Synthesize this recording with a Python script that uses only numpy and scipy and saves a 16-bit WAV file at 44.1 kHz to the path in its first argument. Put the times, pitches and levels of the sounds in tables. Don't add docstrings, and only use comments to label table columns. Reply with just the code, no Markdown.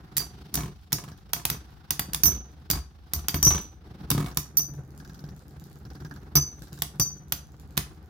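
import sys
import numpy as np
from scipy import signal
from scipy.fft import rfft, irfft
from scipy.io import wavfile

SR = 44100
rng = np.random.default_rng(int(sys.argv[2]) if len(sys.argv) > 2 else 0)


def waveform_to_disk(signal):
    frames = np.transpose(np.atleast_2d(signal))
    scaled = np.clip(frames, -1, 1) * 32767
    samples = np.round(scaled).astype(np.int16)
    wavfile.write(sys.argv[1], SR, samples)


N = 356769
TIME = np.arange(N) / SR

# time_s, red_turns_per_s, green_turns_per_s
SPIN_RATES = [(0, 26, 27), (2.3, 21.5, 24.7), (4.6, 17.8, 21.2), (6.3, 16.7, 19.4), (8.09, 15.5, 18)]
# pitch_hz, level_db, t60_s
GREEN_DISC_MODES = [(5587, -5, .18), (6035, 0, .31), (8060, -27, .2), (12160, -19, .17), (12400, -13, .17)]
DEEP_MODES = [(61.4, -2.5, 0.41), (75, 2, 0.27)]
FLOOR_MODES = [(120, 2.5, .1), (143.4, 2, 0.19), (169.2, -4.5, 0.054), (189.7, -11.5, 0.21),
               (280, -12, 0.16), (302, -13.5, 0.21), (369.3, -16.5, 0.2), (387, -39.5, 0.24)]
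# frequency_hz, level_db
KNOCK_SPECTRUM = [(200, -20.5), (500, -13), (800, -1), (1250, -3), (1800, 0), (2600, -3), (3600, 1),
                  (5000, -8), (9000, -17)]


def from_db(db):
    return 10 ** (np.asarray(db) / 20)


def rms_one(x):
    return x / np.sqrt(np.mean(x ** 2) + 1e-20)


def in_time(rows):
    times, *columns = np.transpose(rows)
    return [np.interp(TIME, times, column) for column in columns]


def at_hz(points, hz):
    table_hz, value = np.transpose(points)
    return np.interp(np.log(np.maximum(hz, 1)), np.log(table_hz), value)


def add(out, start_s, sound):
    i = round(start_s * SR)
    out[..., i:i + sound.shape[-1]] += sound[..., :N - i]


def colour(x, spectrum, keep_power=True, size=4096):
    gain = from_db(at_hz(spectrum, np.arange(size // 2 + 1) * SR / size))
    cepstrum = irfft(np.log(rms_one(gain) if keep_power else gain))
    cepstrum[1:size // 2] *= 2
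    cepstrum[size // 2 + 1:] = 0
    impulse = irfft(np.exp(rfft(cepstrum)))
    return signal.oaconvolve(np.atleast_2d(x), impulse[None], axes=1)[:, :N]


def drift(rate_hz):
    knots = rng.standard_normal(N // 100)
    return rms_one(np.interp(TIME * rate_hz, np.arange(len(knots)), knots))


def panned(pan_db):
    return rms_one(from_db(np.array([[.5], [-.5]]) * pan_db))


def stereo_noise(alike, size):
    mid, side = rng.standard_normal((2, size))
    return np.sqrt((1 + alike) / 2) * mid + np.sqrt((1 - alike) / 2) * side * [[1], [-1]]


def bursts(times, levels_db, rise_s, t60_s, alike, pans_db=0, size=4096):
    out, t = np.zeros((2, N)), TIME[:size]
    shape = (1 - np.exp(-(t / rise_s) ** 2)) * from_db(-60 * t / t60_s)
    for start_s, db, pan_db in np.broadcast(times, levels_db, pans_db):
        add(out, start_s, from_db(db) * panned(pan_db) * shape / shape.max() * stereo_noise(alike, size))
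    return out


def ring(forces, modes):
    swing = 0
    for force, (hz, db, t60_s) in zip(forces, modes):
        decay, step = from_db(-60 / (t60_s * SR)), 2 * np.pi * hz / SR
        poles = [1, -2 * decay * np.cos(step), decay * decay]
        swing = swing + signal.lfilter([from_db(db)], poles, force + 1e-18)
    return signal.lfilter([.5, 0, -.5], [1], swing) + 1e-18


def struck(modes, times, levels_db, spread_db, contact_hz):
    forces = np.zeros((len(modes), N))
    spot_db = spread_db * rng.standard_normal((len(times), len(modes))).T
    forces[:, np.round(times * SR).astype(int)] = from_db(levels_db + spot_db)
    forces[2::2] *= -1
    return signal.sosfilt(signal.butter(2, contact_hz, fs=SR, output="sos"), ring(forces, modes))


def room(x, wet_db, build_up_s, size=22000):
    # frequency_hz, t60_s
    decay_times = [(200, 0.14), (1000, 0.35), (3000, 0.28), (6000, 0.28), (10000, 0.23), (15000, 0.14)]
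    t, tail = TIME[:size], 0
    edges_hz = np.geomspace(150, 19000, num=9)
    for low, high in zip(edges_hz, edges_hz[1:]):
        bandpass = signal.butter(2, [low, high], "band", fs=SR, output="sos")
        band = signal.sosfilt(bandpass, stereo_noise(0.18, size))
        tail = tail + band * from_db(-60 * t / at_hz(decay_times, np.sqrt(low * high)))
    tail = rms_one(tail * (1 - np.exp(-(t / build_up_s) ** 2))) / np.sqrt(size)
    return x + from_db(wet_db) * signal.oaconvolve(x, tail, axes=1)[:, :N]


def room_drone():
    # frequency_hz, level_db
    drone_spectrum = [(20, -27), (40, -17.5), (58, 5.5), (75, 4.5), (110, -8.5), (300, -22), (1000, -45.5),
                      (4000, -54), (15000, -71)]
    return from_db(-51.5) * colour(stereo_noise(0.78, N), drone_spectrum)


def ticking():
    # time_s, level_db
    rattle_curve = [(0, -79), (3.0, -81), (3.4, -54), (3.8, -77), (4.75, -63.5), (6.2, -62), (8.09, -65.5)]
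    # frequency_hz, level_db
    tick_spectrum = [(2000, -13.5), (4000, 0), (7000, 0), (8500, -5.5), (11000, -2), (14500, 0),
                     (16000, -7.5)]
    turns = np.cumsum(in_time(SPIN_RATES)[0]) / SR
    knocks = np.diff(np.floor(4 * turns + .06 * drift(70)), prepend=0) > 0
    knocks = knocks * from_db(7.9 * rng.standard_normal(N) + 3 * np.sin(2 * np.pi * turns))
    envelope = rms_one(signal.lfilter([1], [1, -np.exp(-1 / (.001 * SR))], knocks + 1e-18))
    ticks = from_db(in_time(rattle_curve)[0]) * colour(envelope * stereo_noise(0.17, N), tick_spectrum)
    return room(ticks, wet_db=-1.5, build_up_s=.006)


def floor_hum(pitch_hz=140, waver=0.0345):
    # time_s, level_db
    hum_curve = [(4.55, -59), (4.65, -46), (4.74, -39.5), (4.83, -43.5), (4.9, -48), (5.0, -58)]
    times, db = np.transpose(hum_curve)
    phase = 2 * np.pi * np.cumsum(pitch_hz * (1 + waver * drift(40))) / SR
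    level = from_db(np.interp(TIME, times, db, left=-np.inf, right=-np.inf) + 2.2 * drift(36))
    return level * np.sqrt(2) * np.sin(phase)


def rolling_levels(rise_db_per_s=226.5, fall_db_per_s=118):
    # time_s, rumble_db, rasp_db, hiss_db
    rolling_curve = [(0.0, -52, -55.5, -63), (0.45, -50, -57, -56.5), (0.71, -45.5, -62, -59),
                     (0.8, -69, -64.5, -64), (1.35, -51.5, -58.5, -61.5), (1.87, -58, -57.5, -61.5),
                     (2.1, -45, -54.5, -60), (2.55, -52, -59, -63), (3.02, -59, -63, -65),
                     (3.3, -48, -52.5, -56), (3.78, -53, -61, -66), (4.0, -45, -54.5, -59),
                     (4.52, -51.5, -58.5, -74), (4.76, -44, -57, -79), (5.05, -50, -60, -70.5),
                     (6.1, -48, -57, -65.5), (7.2, -50.5, -60, -70), (8.09, -52, -59.5, -68)]
    # peak_s, rumble_db, rasp_db, hiss_db
    skids = [(0.97, -39, -58, -75), (1.49, -46, -48, -62), (2.3, -36, -48, -47), (3.541, -34, -45.5, -42),
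             (4.26, -42, -45, -68)]
    levels_db = np.array(in_time(rolling_curve))
    for peak_s, *peaks_db in skids:
        fade_db = np.maximum(rise_db_per_s * (peak_s - TIME), fall_db_per_s * (TIME - peak_s))
        levels_db = np.maximum(levels_db, np.array(peaks_db)[:, None] - fade_db)
    return levels_db


def rolling_tips():
    # frequency_hz, level_db
    rasp_spectrum = [(200, -6.5), (380, 6), (520, -25.5), (730, 15), (950, 6), (1500, 7), (2300, -4),
                     (4000, -21.5), (8000, -40)]
    hiss_spectrum = [(1500, -12), (2600, -2.5), (3600, -0.5), (5500, -3.5), (7000, -16), (9000, -16),
                     (15000, -16)]
    rumble_db, rasp_db, hiss_db = rolling_levels()
    turns = np.cumsum(in_time(SPIN_RATES)[1]) / SR
    pressure = from_db(3.3 * np.sin(2 * np.pi * turns) + 2.1 * drift(90))
    judder = signal.sosfilt(signal.butter(2, 450, fs=SR, output="sos"), pressure * rng.standard_normal(N))
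    rumble = from_db(rumble_db) * rms_one(ring([judder] * len(FLOOR_MODES), FLOOR_MODES))
    sway = from_db(rumble_db - 2) * rms_one(ring([judder] * len(DEEP_MODES), DEEP_MODES))
    rasp = from_db(rasp_db - 2.5) * colour(rms_one(pressure * stereo_noise(0.19, N)), rasp_spectrum)
    hiss = from_db(hiss_db - 3.5) * colour(rms_one(pressure * stereo_noise(0.19, N)), hiss_spectrum)
    return rumble + sway + rasp + hiss


def graze_touches(retouch_s=.011, retouch_db=-8):
    # start_s, turn_count, touch_db, scuff_db, scuff_change_db_per_turn
    graze_runs = [(1.0784, 2, -43.5, -50.5, -2), (4.3128, 1, -40, -51, 0), (4.999, 7, -43.5, -49.5, -1.5),
                  (5.8513, 4, -44, -54.5, 1), (6.048, 1, -39, -46, 0), (6.1099, 2, -44.5, -42.5, -8),
                  (6.619, 4, -46, -54.5, 0)]
    spin = in_time(SPIN_RATES)[1]
    first = np.array([(start_s + turn / spin[round(start_s * SR)], touch_db, scuff_db + turn * change_db)
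                      for start_s, count, touch_db, scuff_db, change_db in graze_runs
                      for turn in range(round(count))])
    return np.vstack([first, first + [retouch_s, retouch_db, retouch_db]]).T


def grazes():
    # frequency_hz, level_db
    chirp_spectrum = [(2500, -7.5), (4300, 1), (5350, 5), (6300, -3.5), (8000, -14.5), (15000, -10)]
    scuff_spectrum = [(300, -14), (700, 14), (1200, 15.5), (1650, 24.5), (2100, -2), (4000, -10.5),
                      (9000, -27)]
    times, touch_db, scuff_db = graze_touches()
    chirp = colour(bursts(times, touch_db - 7, rise_s=0.00053, t60_s=0.042, alike=0.31), chirp_spectrum)
    scuff = colour(bursts(times, scuff_db + 1.5, rise_s=.00044, t60_s=.067, alike=.095), scuff_spectrum)
    jolt = struck(FLOOR_MODES, times, touch_db - 0.5, spread_db=4.5, contact_hz=690)
    green_spin = in_time(SPIN_RATES)[1]
    disc = spinning_disc(times, touch_db - 22.5, 0, GREEN_DISC_MODES, green_spin, order=2, depth=.7)
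    return chirp + scuff + jolt + disc


def clashes():
    # start_s, crack_db, shell_knock_db, floor_jolt_db, red_disc_db, green_disc_db
    rim_hits = [(0.167, -21.5, -30.5, -45, -57, -51), (0.54, -27, -40.5, -45, -55, -48),
                (0.5426, -25.5, -37.5, -28, -52, -39), (0.5534, -22, -35, -29, -56, -40),
                (0.9211, -30.5, -31, -51, -53, -41.5), (0.928, -17, -28, -27.5, -37, -41),
                (1.3324, -18.5, -23.5, -33, -44, -42), (1.452, -17.5, -23.5, -29.5, -53, -50),
                (1.5, -22, -26, -35, -48, -41.5), (1.9062, -18, -25.5, -28, -47.5, -49.5),
                (1.994, -21.5, -24.5, -27, -38, -45.5), (2.133, -25.5, -36.5, -32.5, -59, -47),
                (2.1453, -21.5, -28, -32.5, -60, -55), (2.7007, -19, -27, -25, -36, -40),
                (2.7112, -17, -30, -31, -31.5, -52), (3.1346, -20.5, -33.5, -30, -42, -39.5),
                (3.2833, -20.5, -26.5, -33.5, -39, -45), (3.292, -34, -29, -39.5, -41, -50),
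                (3.3427, -30.5, -30.5, -19, -40.5, -37.5), (4.1027, -17, -31, -23.5, -43, -41),
                (4.113, -24.5, -24.5, -20, -42, -53), (4.3715, -18, -26.5, -24, -61, -40.5),
                (6.8203, -19.5, -25, -29.5, -52, -62), (7.322, -21, -23.5, -31.5, -44.5, -43),
                (7.77, -35, -34, -31, -52, -48), (7.776, -19, -21, -22, -54, -52)]
    # start_s, crack_db, floor_jolt_db, red_disc_db, green_disc_db, overtone_db, pan_db
    disc_hits = [(0.1724, -20, -46, -35, -60, -51, 6.5), (0.1796, -20, -36, -37.5, -46, -54, -16),
                 (0.194, -45, -45, -30.5, -45, -56, -10), (2.2343, -19.5, -23.5, -32, -20.5, -16.5, -2),
                 (2.256, -24.5, -23.5, -45.5, -20.5, -26, -12), (3.4274, -16, -21.5, -33, -21.5, -27, 2),
                 (3.447, -26, -44, -54, -18, -35, -4.5), (3.467, -22.5, -17.5, -52, -16, -33, -2),
                 (4.57, -25.5, -44, -35, -25.5, -21.5, -1), (4.592, -34, -31.5, -54, -34, -42, -0.5),
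                 (6.354, -22, -17.5, -24.5, -19, -22, -3.5), (6.368, -24, -21, -38, -46, -37, -1),
                 (6.997, -20.5, -22.5, -26.5, -21.5, -24.5, 2)]
    *columns, green_db = np.transpose(rim_hits)
    overtone_db, centred = green_db + 4, np.zeros(len(rim_hits))
    plastic = [*columns, green_db, overtone_db, centred]
    times, crack_db, *rest = np.transpose(disc_hits)
    knock_db = crack_db - 14.5
    metal = [times, crack_db, knock_db, *rest]
    return np.hstack([plastic, metal])


def floor_touches(rebound=.87, bounce_loss_db=4.5):
    # start_s, boom_db, deep_boom_db, wall_clatter_db, first_flight_s, touch_count
    hops = [(0.201, -43, -40, -37, 0.018, 2), (0.574, -19.5, -36.5, -30, 0.032, 5),
            (0.984, -36, -46.5, -37.5, 0.054, 3), (1.364, -35.5, -47.5, -38.5, 0.033, 2),
            (1.514, -31.5, -52, -36.5, .03, 2), (2.28, -29, -32.5, -36.5, 0.037, 3),
            (2.733, -27, -30, -33, 0.021, 4), (3.161, -35.5, -35, -40.5, .03, 2),
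            (3.365, -28, -33, -51.5, .025, 2), (3.507, -39, -27, -24.5, 0.039, 3),
            (4.149, -19, -34, -35.5, 0.033, 1), (4.178, -16.5, -39, -30, .025, 4),
            (4.261, -35, -47, -36.5, 0.022, 2)]
    times, _, _, jolt_db, *_ = clashes()
    deep_db, clatter_db = jolt_db - 12, jolt_db - 9.5
    touches = list(zip(times, jolt_db, deep_db, clatter_db))
    for touch_s, *levels_db, flight_s, count in hops:
        for bounce in range(round(count)):
            touches.append((touch_s, *(np.array(levels_db) - bounce * bounce_loss_db)))
            touch_s += flight_s * rebound ** bounce
    return np.transpose(touches)


def landings():
    # pitch_hz, level_db, t60_s
    wall_modes = [(595.5, -7.5, 0.091), (700, 1, 0.09), (867, -17, 0.11), (1026, -13, 0.12),
                  (1259, -9, 0.086), (1690, 0, 0.032), (2230, -6.5, 0.11)]
    # frequency_hz, level_db
    clatter_spectrum = [(200, 0.5), (400, 11), (550, -2), (750, 1.5), (1100, 10.5), (1700, -2.5),
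                        (3000, -4.5), (6000, -5.5), (14000, -10)]
    times, boom_db, deep_db, clatter_db = floor_touches()
    boom = struck(FLOOR_MODES, times, boom_db - 6, spread_db=3.5, contact_hz=570)
    deep = struck(DEEP_MODES, times, deep_db + 1, spread_db=3.5, contact_hz=160)
    skips_s = times[:, None] + np.cumsum(rng.uniform(.005, .018, (len(times), 2)), axis=1)
    touch_s = np.concatenate([times, *skips_s.T])
    touch_db = np.concatenate([clatter_db, clatter_db - 6, clatter_db - 12])
    walls = struck(wall_modes, touch_s, touch_db - 13, spread_db=5.5, contact_hz=2340)
    rattle = bursts(touch_s, touch_db - 0.5, rise_s=0.0013, t60_s=0.051, alike=0.49)
    clatter = colour(rattle, clatter_spectrum)
    tap = colour(bursts(times, clatter_db - 1, rise_s=.0003, t60_s=.014, alike=0.44), KNOCK_SPECTRUM)
    return boom + deep + room(tap + clatter + walls, wet_db=-12, build_up_s=0.0022)


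def spinning_disc(times, levels_db, pans_db, modes, spin, order, depth, flutter=0.46, size=15000):
    out, t = np.zeros((2, N)), TIME[:size]
    tones = np.array([from_db(db - 60 * t / t60_s) * np.exp(2j * np.pi * hz * t) for hz, db, t60_s in modes])
    attack = 1 - np.exp(-t / 0.00055)
    for start_s, db, pan_db in np.broadcast(times, levels_db, pans_db):
        angle = 2 * np.pi * spin[round(start_s * SR)] * t
        ahead, behind = np.exp(2j * np.pi * rng.random((2, 2, len(modes)))) @ tones
        sweep = np.exp(1j * order * angle)
        warble = (behind / sweep + depth * ahead * sweep).real
        wobble = 1 + flutter * np.sin(angle + rng.uniform(0, 2 * np.pi))
        add(out, start_s, from_db(db) * panned(pan_db) * attack * wobble * warble)
    return out


def disc_rings():
    # pitch_hz, level_db, t60_s
    red_modes = [(4688, 0, .19), (12855, -7, .15)]
    high_modes = [(13280, -14, .11), (13700, 0, .15), (14350, -12, .08)]
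    times, *_, red_db, green_db, high_db, pan_db = clashes()
    red_spin, green_spin = in_time(SPIN_RATES)
    red = spinning_disc(times, red_db + 2, pan_db, red_modes, red_spin, order=2, depth=1.0)
    green = spinning_disc(times, green_db + .5, pan_db / 2, GREEN_DISC_MODES, green_spin,
                          order=2, depth=0.94)
    high = spinning_disc(times, high_db + 7, pan_db - 0.5, high_modes, green_spin, order=3, depth=0.58)
    return room(red + green + high, wet_db=-13, build_up_s=.006)


def clacks():
    # frequency_hz, level_db
    crack_spectrum = [(2000, -24.5), (3500, -10.5), (5000, 2.5), (6500, 2), (8000, -3), (10000, 0.5),
                      (11300, 5), (12500, -3.5), (14500, 8.5), (16000, -8.5)]
    times, crack_db, knock_db, *_, pan_db = clashes()
    crack = bursts(times, crack_db + 3.5, rise_s=0.00088, t60_s=0.016, alike=0.27, pans_db=pan_db)
    knock = bursts(times, knock_db + 3.5, rise_s=0.0002, t60_s=0.023, alike=0.29, pans_db=pan_db / 2)
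    return (room(colour(crack, crack_spectrum), wet_db=-9, build_up_s=0.0049)
            + room(colour(knock, KNOCK_SPECTRUM), wet_db=-12.5, build_up_s=0.0059))


def scene():
    return (room_drone() + clacks() + disc_rings() + landings() + grazes()
            + rolling_tips() + floor_hum() + ticking())


def record(dry, low_cut_hz=42, high_cut_hz=16000):
    # frequency_hz, left_over_right_db
    port_balance = [(200, 0.5), (600, -1), (1300, -5.5), (2800, 1.5), (5500, 2), (9000, -1.5), (14000, -7)]
    ports = [colour(channel, [(hz, side * db / 2) for hz, db in port_balance], keep_power=False)[0]
             for channel, side in zip(dry, (1, -1))]
    ports = signal.sosfilt(signal.butter(3, low_cut_hz, "high", fs=SR, output="sos"), ports)
    return signal.sosfilt(signal.ellip(10, .1, 80, high_cut_hz, fs=SR, output="sos"), np.tanh(ports))


dry = scene()
out = record(dry)
waveform_to_disk(out)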